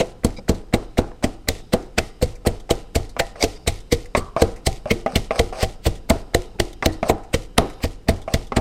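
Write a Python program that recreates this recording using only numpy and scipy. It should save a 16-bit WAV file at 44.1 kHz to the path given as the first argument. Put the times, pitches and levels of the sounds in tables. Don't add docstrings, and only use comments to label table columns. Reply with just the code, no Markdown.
import sys
import numpy as np
from scipy import signal
from scipy.fft import rfft, irfft
from scipy.io import wavfile
from scipy.ndimage import uniform_filter1d

SR = 44100
rng = np.random.default_rng(int(sys.argv[2]) if len(sys.argv) > 2 else 0)


def to_wav(s):
    ch = np.atleast_2d(s).T
    pcm = np.round(np.clip(ch, -1, 1) * 32767)
    wavfile.write(sys.argv[1], SR, pcm.astype(np.int16))


def to_linear_factor(level_db):
    exponent = np.asarray(level_db, float) / 20
    return 10 ** exponent


N = 379409
SPAN = np.arange(SR // 2) / SR


def add(track, s, piece, lead=0):
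    at = int(s * SR) - lead + np.arange(len(piece))
    inside = (at >= 0) & (at < N)
    track[at[inside]] += piece[inside]


def ring(modes, push, db, scatter_db, detune):
    hz, mode_db, t60 = np.transpose(modes)[:, :, None]
    chance = rng.standard_normal((2, len(modes), 1))
    decay = to_linear_factor(mode_db + scatter_db * chance[1] - 60 * SPAN / t60)
    waves = np.sin(2 * np.pi * hz * (1 + detune * chance[0]) * SPAN) * decay
    sound = signal.fftconvolve(push, waves.sum(0))[:len(SPAN)]
    return to_linear_factor(db) * sound / np.abs(sound).max()


def resonate(x, peaks, order=1):
    y = 0
    for hz, width, db in peaks:
        b, a = signal.iirpeak(hz, hz / width, SR)
        y = y + to_linear_factor(db) * signal.sosfilt([[*b, *a]] * order, x)
    return y / y.std()


def colour(x, spectrum):
    hz, db = np.transpose(spectrum)
    f = np.log(np.arange(1, len(x) // 2 + 2) * SR / len(x))
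    y = irfft(rfft(x) * to_linear_factor(np.interp(f, np.log(hz), db)), len(x))
    return y / y.std()


def grit(size, spread_db, grain_ms):
    k = max(int(grain_ms * SR / 1000), 1)
    strengths = to_linear_factor(spread_db * rng.exponential(size=size // k + 1))
    grains = np.repeat(strengths, k)[:size]
    return rng.standard_normal(size) * grains / np.sqrt(np.mean(grains ** 2))


def swell(rise_ms, fall_ms, lead, size=4096):
    ms = (np.arange(size) - lead) * 1000 / SR
    return to_linear_factor(-12 * np.where(ms < 0, -ms / rise_ms, ms / fall_ms))


# start_s [s], extra level_db [dB]
HOPS = [
    (.74, 4),
    (.99, 4),
    (1.74, 5),
    (4.42, 1.5),
    (6.11, 3),
    (7.1, 1.5),
    (7.58, 9),
    (8.57, 3),
]


def hop_db(s):
    return sum(db for at, db in HOPS if abs(at - s) < .05)


# frequency_hz [Hz], level_db [dB per Hz]
QUIET = [(12, -34), (20, 3.5), (45, -1.5), (168, -9.5), (499, -17), (574, -24.5), (1370, -33.5),
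         (2080, -34.5), (8650, -44), (13500, -46), (16000, -65)]


def quiet_room():
    return to_linear_factor(-45) * colour(rng.standard_normal(N), QUIET)


# frequency_hz [Hz], level_db [dB], t60_s [s]
ROOM = [(120, -6.5, 0.42), (291, -3, 0.23), (454, -8, 0.48), (970, 0, 0.61), (2030, -20, 0.67),
        (3800, -6, 1), (8000, -11, 1), (13900, -8, 0.15)]
ROOM_MODAL_HZ = 700


def kitchen(x):
    out, paths = 0, 4
    turn = np.searchsorted(np.array(BLOWS)[:, 0] - .1, np.arange(N) / SR) % paths
    for path in range(paths):
        echo = 0
        for hz, db, t60 in [band for band in ROOM if band[0] < ROOM_MODAL_HZ]:
            tail = resonate(rng.standard_normal(len(SPAN)), [(hz, .7 * hz, 0)]) * to_linear_factor(-60 * SPAN / t60)
            onset = np.minimum(SPAN / 0.0015, 1)
            echo = echo + to_linear_factor(db) * np.sqrt(hz / SR) * tail * onset / np.sqrt(t60 * SR / 14)
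        out = out + signal.oaconvolve(x * (turn == path), echo)[:N]
    haze = grit(N, .8, 2.5)
    thirds = [(hz * step, db, t60) for hz, db, t60 in ROOM if hz >= ROOM_MODAL_HZ for step in (.8, 1, 1.25)]
    for hz, db, t60 in thirds:
        keep = to_linear_factor(-120 / t60 / SR)
        band = signal.lfilter(*signal.iirpeak(hz, 6, SR), x)
        stored = signal.lfilter([1 - keep], [1, -keep], band ** 2)
        out = out + to_linear_factor(db - 9.0) * np.sqrt(stored) * resonate(haze, [(hz, hz / 4, 0)], order=2)
    return out


# frequency_hz [Hz], level_db [dB per Hz]
PASTE = [(590, -26), (1000, -11.5), (1610, -24), (1870, 1.5), (2470, -1.5), (4260, -2), (8750, -7.5),
         (14400, -20.5), (16000, -38.5)]
# frequency_hz [Hz], width_hz [Hz], level_db [dB]
HOLLOW = [(374, 347, 15.5), (610, 340, 3.5), (1010, 920, -15.5), (1945, 1300, -53)]
SQUELCH_DB, SQUELCH_PER_CRUNCH, DWELL_S = -45.5, 0.32, 0.14
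WETTING_DB, WETTING_S = -2.5, 1.3
RATTLE_DB, RATTLE_PER_SLAP, RATTLE_PER_WALL = -31.5, 0.51, 0.19


def aftermath():
    wet, rattle = np.zeros(N), np.zeros(N)
    dwell = SPAN[SPAN < DWELL_S]
    release = np.minimum((dwell[-1] - dwell) / 0.044, 1)
    for blow, burst, contact in zip(BLOWS, CRUNCH, CONTACTS):
        s, _, slap_db, low_db, wall_db = blow
        paste_db = contact[-1] + SQUELCH_DB + SQUELCH_PER_CRUNCH * burst[1]
        paste_db += WETTING_DB * np.exp(-s / WETTING_S)
        rattle_db = RATTLE_DB + RATTLE_PER_SLAP * slap_db + RATTLE_PER_WALL * (low_db + wall_db)
        rattle_db += hop_db(s)
        squelch = to_linear_factor(paste_db + 5.0 - 60 * dwell) + to_linear_factor(paste_db + 18.5 - 990 * dwell)
        add(wet, s, squelch * release)
        add(rattle, s, to_linear_factor(rattle_db + 11.0 - 168.0 * SPAN) * np.minimum(SPAN / 0.0095, 1))
    squelching = colour(grit(N, 2.0, 1.2), PASTE) * wet
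    return squelching + resonate(grit(N, 1.9, 3.0), HOLLOW, order=2) * rattle


# start_s [s], pitch_hz [Hz], level_db [dB], t60_s [s]
SINGS = [
    (1.49, 3600, -45, .45),
    (1.99, 2060, -43, .45),
    (3.2, 1950, -38, 0.38),
    (4.151, 1140, -28, 0.45),
    (6.86, 1930, -41, .4),
    (7.1, 760, -30, 0.59),
]


def sings():
    out = np.zeros(N)
    for s, hz, db, t60 in SINGS:
        blur = resonate(rng.standard_normal(len(SPAN)), [(hz, 70, 0), (hz * 0.94, 130, -5)], order=2)
        add(out, s, to_linear_factor(db - 2 - 60 * SPAN / t60) * blur)
    return out


# start_s [s], length_ms [ms], level_db [dB]
SQUEAKS = [
    (0.364, 36, -46),
    (5.125, 10, -55),
    (5.36, 13, -45),
    (3.404, 38, -27.5),
    (3.557, 23, -45),
    (5.599, 13, -32.5),
]
# start_s [s], length_ms [ms], level_db [dB]
WHISTLE = (.362, 37, -44.5)


def squeaks():
    rub, slip = np.zeros(N), np.zeros(N)
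    for track, events in ((rub, SQUEAKS), (slip, [WHISTLE])):
        for s, ms, db in events:
            add(track, s, to_linear_factor(db) * signal.windows.tukey(int(ms * SR / 1000), .3))
    friction = grit(N, 2.2, 1.5)
    narrow = [(2290, 130, -2), (4880, 130, 0), (3900, 200, -8)]
    broad = [(2200, 320, 5.5), (4870, 360, 3), (5300, 1500, -3), (3920, 750, -4), (650, 420, 1),
             (6550, 4100, -15)]
    thin = resonate(rng.standard_normal(N), narrow, order=2) * slip
    return thin + resonate(friction, broad, order=2) * rub


# start_s [s], level_db [dB], centre_hz [Hz], length_ms [ms]
LIFTS = [(0.5475, -32.5, 4130, 19), (1.598, -41, 3760, 20), (1.826, -38.5, 5950, 8.2),
         (1.86, -44, 4170, 13), (2.356, -35, 2150, 14), (2.601, -36, 3540, 15), (3.095, -33, 4270, 17),
         (3.8044, -36, 3660, 16), (4.0586, -31, 2090, 10), (4.2547, -47, 3060, 14),
         (4.562, -34.5, 2170, 24), (5.1307, -47, 2240, 11), (5.955, -34.5, 3520, 17),
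         (6.7318, -32, 3560, 8.8), (6.925, -32, 4350, 26), (7.2365, -39.5, 2090, 20),
         (7.6996, -33.5, 2040, 25), (7.735, -39, 3300, 10), (7.9194, -42, 3570, 13),
         (8.1635, -34.5, 2880, 14), (8.218, -35.5, 3540, 20), (8.471, -35.5, 3550, 15)]


def lifts():
    out = np.zeros(N)
    for s, db, hz, ms in LIFTS:
        peaks = [(hz, 900, 0), (2200, 900, -4), (5000, 7000, -6), (600, 700, -3)]
        smack = resonate(grit(4096, 1.2, 0.85), peaks, order=2)
        add(out, s, to_linear_factor(db - 10.0) * smack * swell(2.7, ms, 240), 256)
    return out


# start_s [s], level_db [dB],
# pitch_hz [Hz]
NUDGES = [
    (.31, -36, 700),
    (0.386, -24.5, 535),
    (5.134, -23, 520),
    (5.365, -25, 478),
    (3.434, -17, 490),
    (6.553, -30, 450),
    (7.06, -19, 650),
    (8.071, -33, 505),
]


def nudges():
    out = np.zeros(N)
    for s, db, hz in NUDGES:
        push = uniform_filter1d(grit(2048, 1.8, .6) * swell(5.1, 8.4, 280, size=2048), size=20)
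        add(out, s, ring([(hz, 0, .04), (190, -4, .05), (800, -8, .03)], push, db, 1.5, 0.016), 256)
    return out


# start_s [s], bowl_db [dB], pestle_db and crack_db
# [dB above the bowl], level_db of the scrape that follows [dB]
KNOCKS = [(0.481, -17.5, -27, -5, -45), (0.973, -13.5, -21, -9.5, -36.5), (1.226, -17, -28, -13, -13),
          (1.977, -6.5, -20, -29, -37), (2.451, -20, -24, -18.5, -16), (2.693, -15.5, -29, -15, -17.5),
          (3.166, -17.5, 7.5, -13, -32.5), (3.357, -26, -11, -6, -24), (4.15, -4.5, 8.5, -4, -18),
          (4.365, -5, 1.5, -44, -16.5), (4.857, -10, -19, -34, -27), (5.062, -0.5, -7, -17.5, -26.5),
          (5.308, -3, -5.5, -14, -21), (5.526, -11, -6, -21, -16.5), (6.825, -20.5, 16, 8.5, -15),
          (7.029, -4.5, 2.5, -13.5, -18.5), (7.804, -34, 6, -8, -31), (8.278, -11, -3.5, -22, -24.5),
          (8.521, -10, 5, -15, -35)]
# frequency_hz [Hz], width_hz [Hz], level_db [dB]
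CRACK = [(1950, 320, 14.5), (1644, 700, 18.5), (3120, 1860, 3), (4700, 2600, -7)]
TOUCH_LEAD_S, TOUCH_DB, TOUCH_PESTLE_DB, TOUCH_CRACK_DB, TOUCH_SCRAPE_DB = .014, -23.5, -29, -12, -34
TOUCH_DRY_DB, DRYING_S = 7.5, 3
KNOCK_RATTLE_DB, KNOCK_RATTLE_DB_PER_S = -23.5, 499


def knocks():
    out, slide, grind = np.zeros((3, N))
    landings = np.array(BLOWS)[:, 0]
    rim = np.array(KNOCKS)[:, 0]
    rim_modes = [(634, 0.0, 0.069), (252, -11, 0.12), (1160, -7, .03), (2200, -15, 0.014)] + BOWL_HIGH
    touches = []
    for s in landings[1:]:
        if not np.any((rim < s) & (rim > s - .12)):
            touch_db = TOUCH_DB + TOUCH_DRY_DB * np.exp(-s / DRYING_S)
            touches.append((s - TOUCH_LEAD_S, touch_db, TOUCH_PESTLE_DB, TOUCH_CRACK_DB, TOUCH_SCRAPE_DB))
    for s, db, pestle_db, crack_db, scrape_db in KNOCKS + touches:
        contact = grit(2048, 1.8, 0.59) + 4 * signal.unit_impulse(2048, 28)
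        chatter = uniform_filter1d(contact * swell(0.5, 8, 28, size=2048), size=4)
        add(out, s, ring(rim_modes, chatter, db - 7.5, 3.1, 0.025), 32)
        add(out, s, ring(PESTLE, chatter, db + pestle_db - 7, 1.5, .015), 32)
        crack = resonate(chatter, CRACK, order=2)
        add(out, s, to_linear_factor(db + crack_db + 1.0) * crack / np.abs(crack).max(), 32)
        add(slide, s, to_linear_factor(db + KNOCK_RATTLE_DB - KNOCK_RATTLE_DB_PER_S * SPAN))
        way = landings[landings > s][0] - s
        to_go = 1 - SPAN[SPAN < way] / way
        add(slide, s, to_linear_factor(scrape_db - 7.5 - 10.0 * to_go))
        add(grind, s, to_linear_factor(scrape_db - 15.0 - 16.0 * to_go))
    body = [(620, 370, 5.5), (1025, 410, -5.0), (2240, 940, -11), (1455, 720, -16)]
    salt = [(4320, 2800, 8.5), (7800, 1700, 2.5)]
    rub = grit(N, 2.6, 2.5)
    return out + resonate(rub, body, order=2) * slide + resonate(rub, salt, order=2) * grind


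# start_s of the peak [s], level_db [dB], tilt_db of low over high
# grit [dB], rise_ms [ms], fall_ms [ms]
CRUNCH_BURSTS = [(0.0092, -22, 10.5, 28, 9.1), (0.248, -17.5, -3.5, 2, 3.9), (0.4944, -21, 0, 4.5, 4.7),
                 (0.7389, -19, 9, 2.6, 8.3), (0.9834, -24, 7.5, 4.5, 7.1), (1.2419, -21.5, 9.5, 4.3, 7.6),
                 (1.4874, -12, -0.5, 2, 3.2), (1.736, -19, 4.5, 5, 4.6), (1.986, -13, 9.5, 4.3, 4.5),
                 (2.2263, -22.5, 0, 5.7, 11.4), (2.47, -20, -1.5, 4.6, 9), (2.7087, -16.5, 4.5, 3.7, 6.3),
                 (2.9552, -20.5, 4.5, 3.3, 10), (3.198, -16, 8.5, 3.8, 6), (3.4431, -20, 4.5, 24, 7.9),
                 (3.677, -15.5, -0.5, 3.5, 8.4), (3.925, -17.5, 3.5, 6, 9.8), (4.1749, -25.5, 3, 9.7, 14),
                 (4.4207, -15.5, 3.4, 2.9, 2.8), (4.6694, -16, 1.5, 6.3, 6.1), (4.911, -18, 9.9, 5.7, 7.7),
                (5.158, -16, 8.5, 2.4, 8.4), (5.3955, -16.5, 9, 3.8, 3.8), (5.632, -21, 1.2, 16, 9.8),
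                (5.869, -22, 0.5, 12.3, 6.6), (6.1041, -14, 4.8, 4, 1.5), (6.3475, -11.5, 4, 1.7, 2.9),
                (6.6008, -14.5, 8.9, 2.3, 3.1), (6.86, -13.5, 8.2, 1.7, 3.4),
                (7.0973, -19.5, 5.5, 5.7, 8.5), (7.3422, -18.5, 8.2, 5.4, 8.5),
                (7.5827, -8.5, 5.6, 2, 0.46), (7.8388, -24.5, 6.3, 9.7, 13), (8.0864, -20.5, 9.1, 2, 12.4),
                (8.3396, -16.5, 3.9, 1.9, 6.6), (8.5687, -19, 3.5, 4.1, 6.3)]
CRUNCH = CRUNCH_BURSTS
# frequency_hz [Hz], width_hz [Hz], level_db [dB]
GRIT = [
    [(2088, 640, 6.5), (2660, 1450, 1.5), (1576, 1700, -4.5)],
    [(3750, 600, -9), (4320, 1000, -1.5), (4920, 2800, -8)],
    [(8150, 2550, 2), (7650, 2400, -12.5), (11350, 5500, -5)],
]


def crunch():
    out, lead = np.zeros(N), 2048
    for s, burst_db, tilt_db, rise_ms, fall_ms in CRUNCH:
        band_db = burst_db + np.array([tilt_db / 2, -0.3, -tilt_db / 2])
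        shape = swell(rise_ms, fall_ms, lead) + to_linear_factor(-32.5) * swell(4.4, 28.0, lead)
        common = grit(4096, 1.1, .4)
        for peaks, db in zip(GRIT, band_db):
            shifted = []
            for (hz, width, peak_db), (u, v) in zip(peaks, rng.standard_normal((3, 2))):
                shifted.append((hz * (1 + 0.053 * u), width, peak_db + 2.0 * v))
            clumps = common + 1.3 * grit(4096, 3.2, 2.5)
            band = resonate(clumps * shape, shifted, order=2)
            loudest = np.sqrt(uniform_filter1d(band ** 2, size=100).max())
            add(out, s, to_linear_factor(db - 2.5) * band / loudest, lead)
    return out


# start_s [s], thud_db of the counter [dB], slap_db on the bottom [dB],
# low_db of the bowl ring [dB], wall_db of the wall ring [dB above the bowl ring]
PESTLE_BLOWS = [(0.0073, -32, -16, -18, -1), (0.2494, -18.5, -9.5, -15, -11), (0.4961, -17, -7.5, -16, -4.5),
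                (0.7408, -17.5, -11, -15.5, -6), (0.9887, -18.5, -10, -11, -6.5),
                (1.244, -22, -9.5, -20, -2.5), (1.4884, -23, -17, -22.5, 0.5), (1.7383, -23, -10.5, -14, -6),
                (1.9847, -22, -19.5, -21, -4), (2.228, -15.5, -19.5, -14.5, -13),
                (2.4708, -16, -11.5, -17.5, -3.5), (2.7108, -20.5, -16.5, -13, -5),
                (2.9612, -15.5, -16, -17, -2.5), (3.2014, -28, -31, -18.5, -2),
                (3.4388, -24, -26, -11, -14.5), (3.678, -17.5, -19, -17.5, -5.5),
                (3.9276, -17.5, -18.5, -11, -16), (4.1765, -23.5, -21, -22, -12),
                (4.422, -14.5, -10, -9.5, -3.5), (4.672, -15, -22, -21, -0.5),
               (4.9136, -20, -9.5, -11.5, -18), (5.1611, -15.5, -13.5, -19, -4),
               (5.3976, -16, -16.5, -14.5, -5), (5.6321, -17, -21.5, -18, -3),
               (5.8673, -12.5, -13.5, -14, -12.5), (6.1054, -15, -6.5, -21.5, 5.5),
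               (6.3489, -17, -24, -9.5, -4.5), (6.6016, -20, -15.5, -12.5, -11),
               (6.862, -17, -12, -14.5, 1.5), (7.0994, -20.5, -11, -15, 5.5), (7.344, -20, -17, -18, -11),
               (7.5839, -15, -6, -20, 5.5), (7.842, -20.5, -26, -21, -4.5), (8.0895, -15, -9.5, -18, 2.5),
               (8.3427, -15.5, -14.5, -23, 0), (8.5711, -16, -8, -19, -2)]
BLOWS = PESTLE_BLOWS
# start_s [s], grip_hz [Hz], wall_hz [Hz], chatter_ms [ms],
# level_db added to the squelch after it [dB]
CONTACTS = [(.007, 471, 660, 11, 3.5), (.249, 463, 600, 3, 0.5), (.496, 414, 740, 14, 0.5),
            (.741, 441, 638, 8.2, -1), (.989, 438, 595, 7.2, -2), (1.244, 453, 680, 6.7, 0.5),
            (1.488, 553, 656, 6.2, 3.5), (1.738, 475, 727, 9.1, -1.5), (1.985, 470, 690, 9.1, 2),
            (2.228, 496, 703, 7.7, 3), (2.471, 458, 687, 11, 1), (2.711, 446, 666, 7, 2),
            (2.961, 453, 666, 9.2, 2.5), (3.201, 487, 673, 12.2, 1), (3.439, 477, 673, 15.5, 6),
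            (3.678, 413, 662, 11, 4), (3.928, 423, 620, 6.7, 2.5), (4.177, 495, 713, 11, -1),
            (4.422, 503, 620, 4, 1.5), (4.672, 431, 659, 6.5, 3.5), (4.915, 485, 620, 6.5, 2.5),
            (5.161, 422, 665, 11.6, 4.5), (5.397, 480, 660, 10.7, 2.5), (5.633, 480, 654, 6.5, 3.5),
            (5.868, 402, 616, 9.6, 3), (6.106, 400, 675, 11.3, 1.5), (6.349, 516, 630, 2.6, 1),
            (6.601, 455, 620, 5.1, 1.5), (6.863, 410, 654, 4.1, -4), (7.1, 470, 640, 6.6, -8),
            (7.344, 484, 620, 6, 3), (7.585, 450, 650, 4.9, -4), (7.841, 476, 670, 7.6, 1),
            (8.089, 460, 636, 5.2, 0), (8.343, 460, 685, 6.3, 1.5), (8.571, 400, 750, 14.4, -1)]
# pitch_hz [Hz], level_db [dB], t60_s [s]
COUNTER = [(71.3, -3, 0.097), (88.6, -7, 0.19), (95.2, -1, 0.28), (113.6, -13, 0.24), (143.7, -14.5, 0.24)]
SWAY = [(12.9, 10, 0.6), (20.2, 14, 0.35), (38.46, 9, 0.76)]
SLAP = [(237.5, 5.5, 0.04), (209.4, -13.5, 0.21), (290, -14, 0.19), (322.7, -20.5, 0.38)]
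BOWL_LOW = [(480.7, -13.5, 0.1), (461.6, -16.5, 0.11), (352, -26.5, 0.28)]
BOWL_HIGH = [(669.8, 0, 0.078), (590, -38.5, 0.021), (780, -10.5, 0.13)]
PESTLE = [(1060, -14, 0.05), (1004, 15, 0.0038), (1434, -23, 0.0071), (1230, -32, 0.15)]
PESTLE_DB, PESTLE_PER_SLAP, PESTLE_PER_HOP = -12.5, 2.03, 2.15


def blows():
    heavy, wood, lead = np.zeros(N), np.zeros(N), 512
    push = np.hanning(int(0.0049 * SR))
    hop = np.concatenate([push, np.zeros(int(0.01037 * SR)), 0.95 * push])
    arm = np.hanning(int(0.0077 * SR))
    slap = np.diff(np.hanning(int(0.0031 * SR)))
    detune = np.array([[0.0058], [.016], [.02], [.02]])
    for (s, thud_db, slap_db, low_db, wall_db), (_, grip_hz, wall_hz, ms, _) in zip(BLOWS, CONTACTS):
        pestle_db = PESTLE_DB + PESTLE_PER_SLAP * slap_db + PESTLE_PER_HOP * hop_db(s)
        add(heavy, s - .0045, -ring(COUNTER, hop, thud_db + 6.0, 0.4, 0.053))
        add(heavy, s, ring(SWAY, arm, .5 * thud_db - 9.0, 0.42, 0.023))
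        add(wood, s - .0032, ring(SLAP, slap, slap_db + 3.0, 3.2, 0.0447))
        low = [(grip_hz, 0, .035)] + BOWL_LOW
        high = [(wall_hz, 0, .035)] + BOWL_HIGH
        for modes, db in ((low, low_db), (high, low_db + wall_db), (PESTLE, pestle_db)):
            chatter = grit(4096, 2.02, 0.76) * swell(0.57 * ms, ms, lead)
            add(wood, s, ring(modes, chatter, db + 7.5, 2.2, detune), lead)
    return heavy, wood


def scene():
    heavy, wood = blows()
    near = wood + knocks() + nudges()
    inside = crunch() + lifts() + squeaks()
    echo = kitchen(to_linear_factor(-5) * (near + inside) + to_linear_factor(-24) * heavy)
    mono = heavy + near + inside + aftermath() + echo + quiet_room() + sings()
    return np.array([mono, mono])


SPARSE_HZ, SPARSE_FLOOR_DB, SPARSE_SHARE, SPARSE_DROP_DB = 9600, -91, 0.93, -5.5


def sparse(x):
    hz, _, z = signal.stft(x, SR, nperseg=1024)
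    size = np.abs(z)
    threshold = to_linear_factor(SPARSE_FLOOR_DB) + SPARSE_SHARE * uniform_filter1d(size, size=16, axis=0)
    weak = (size < threshold) & (hz[:, None] > SPARSE_HZ)
    return signal.istft(z * np.where(weak, to_linear_factor(SPARSE_DROP_DB), 1), SR, nperseg=1024)[1][:N]


def band_limit(x):
    return signal.sosfilt(signal.butter(12, 16500, fs=SR, output="sos"), x)


def record(dry):
    low_pass = signal.ellip(8, .5, 60, 15900, fs=SR, output="sos")
    sound = signal.sosfilt(low_pass, np.tanh(dry) / 0.97)
    sound = np.array([sparse(sound[0])] * 2)
    flicker = uniform_filter1d(rng.standard_normal(N), size=300)
    side = to_linear_factor(1) * flicker * signal.lfilter([1, -.91], [1, -.5], sound[0])
    return band_limit(sound + side * np.array([[1], [-1]]))


dry = scene()
out = record(dry)
to_wav(out)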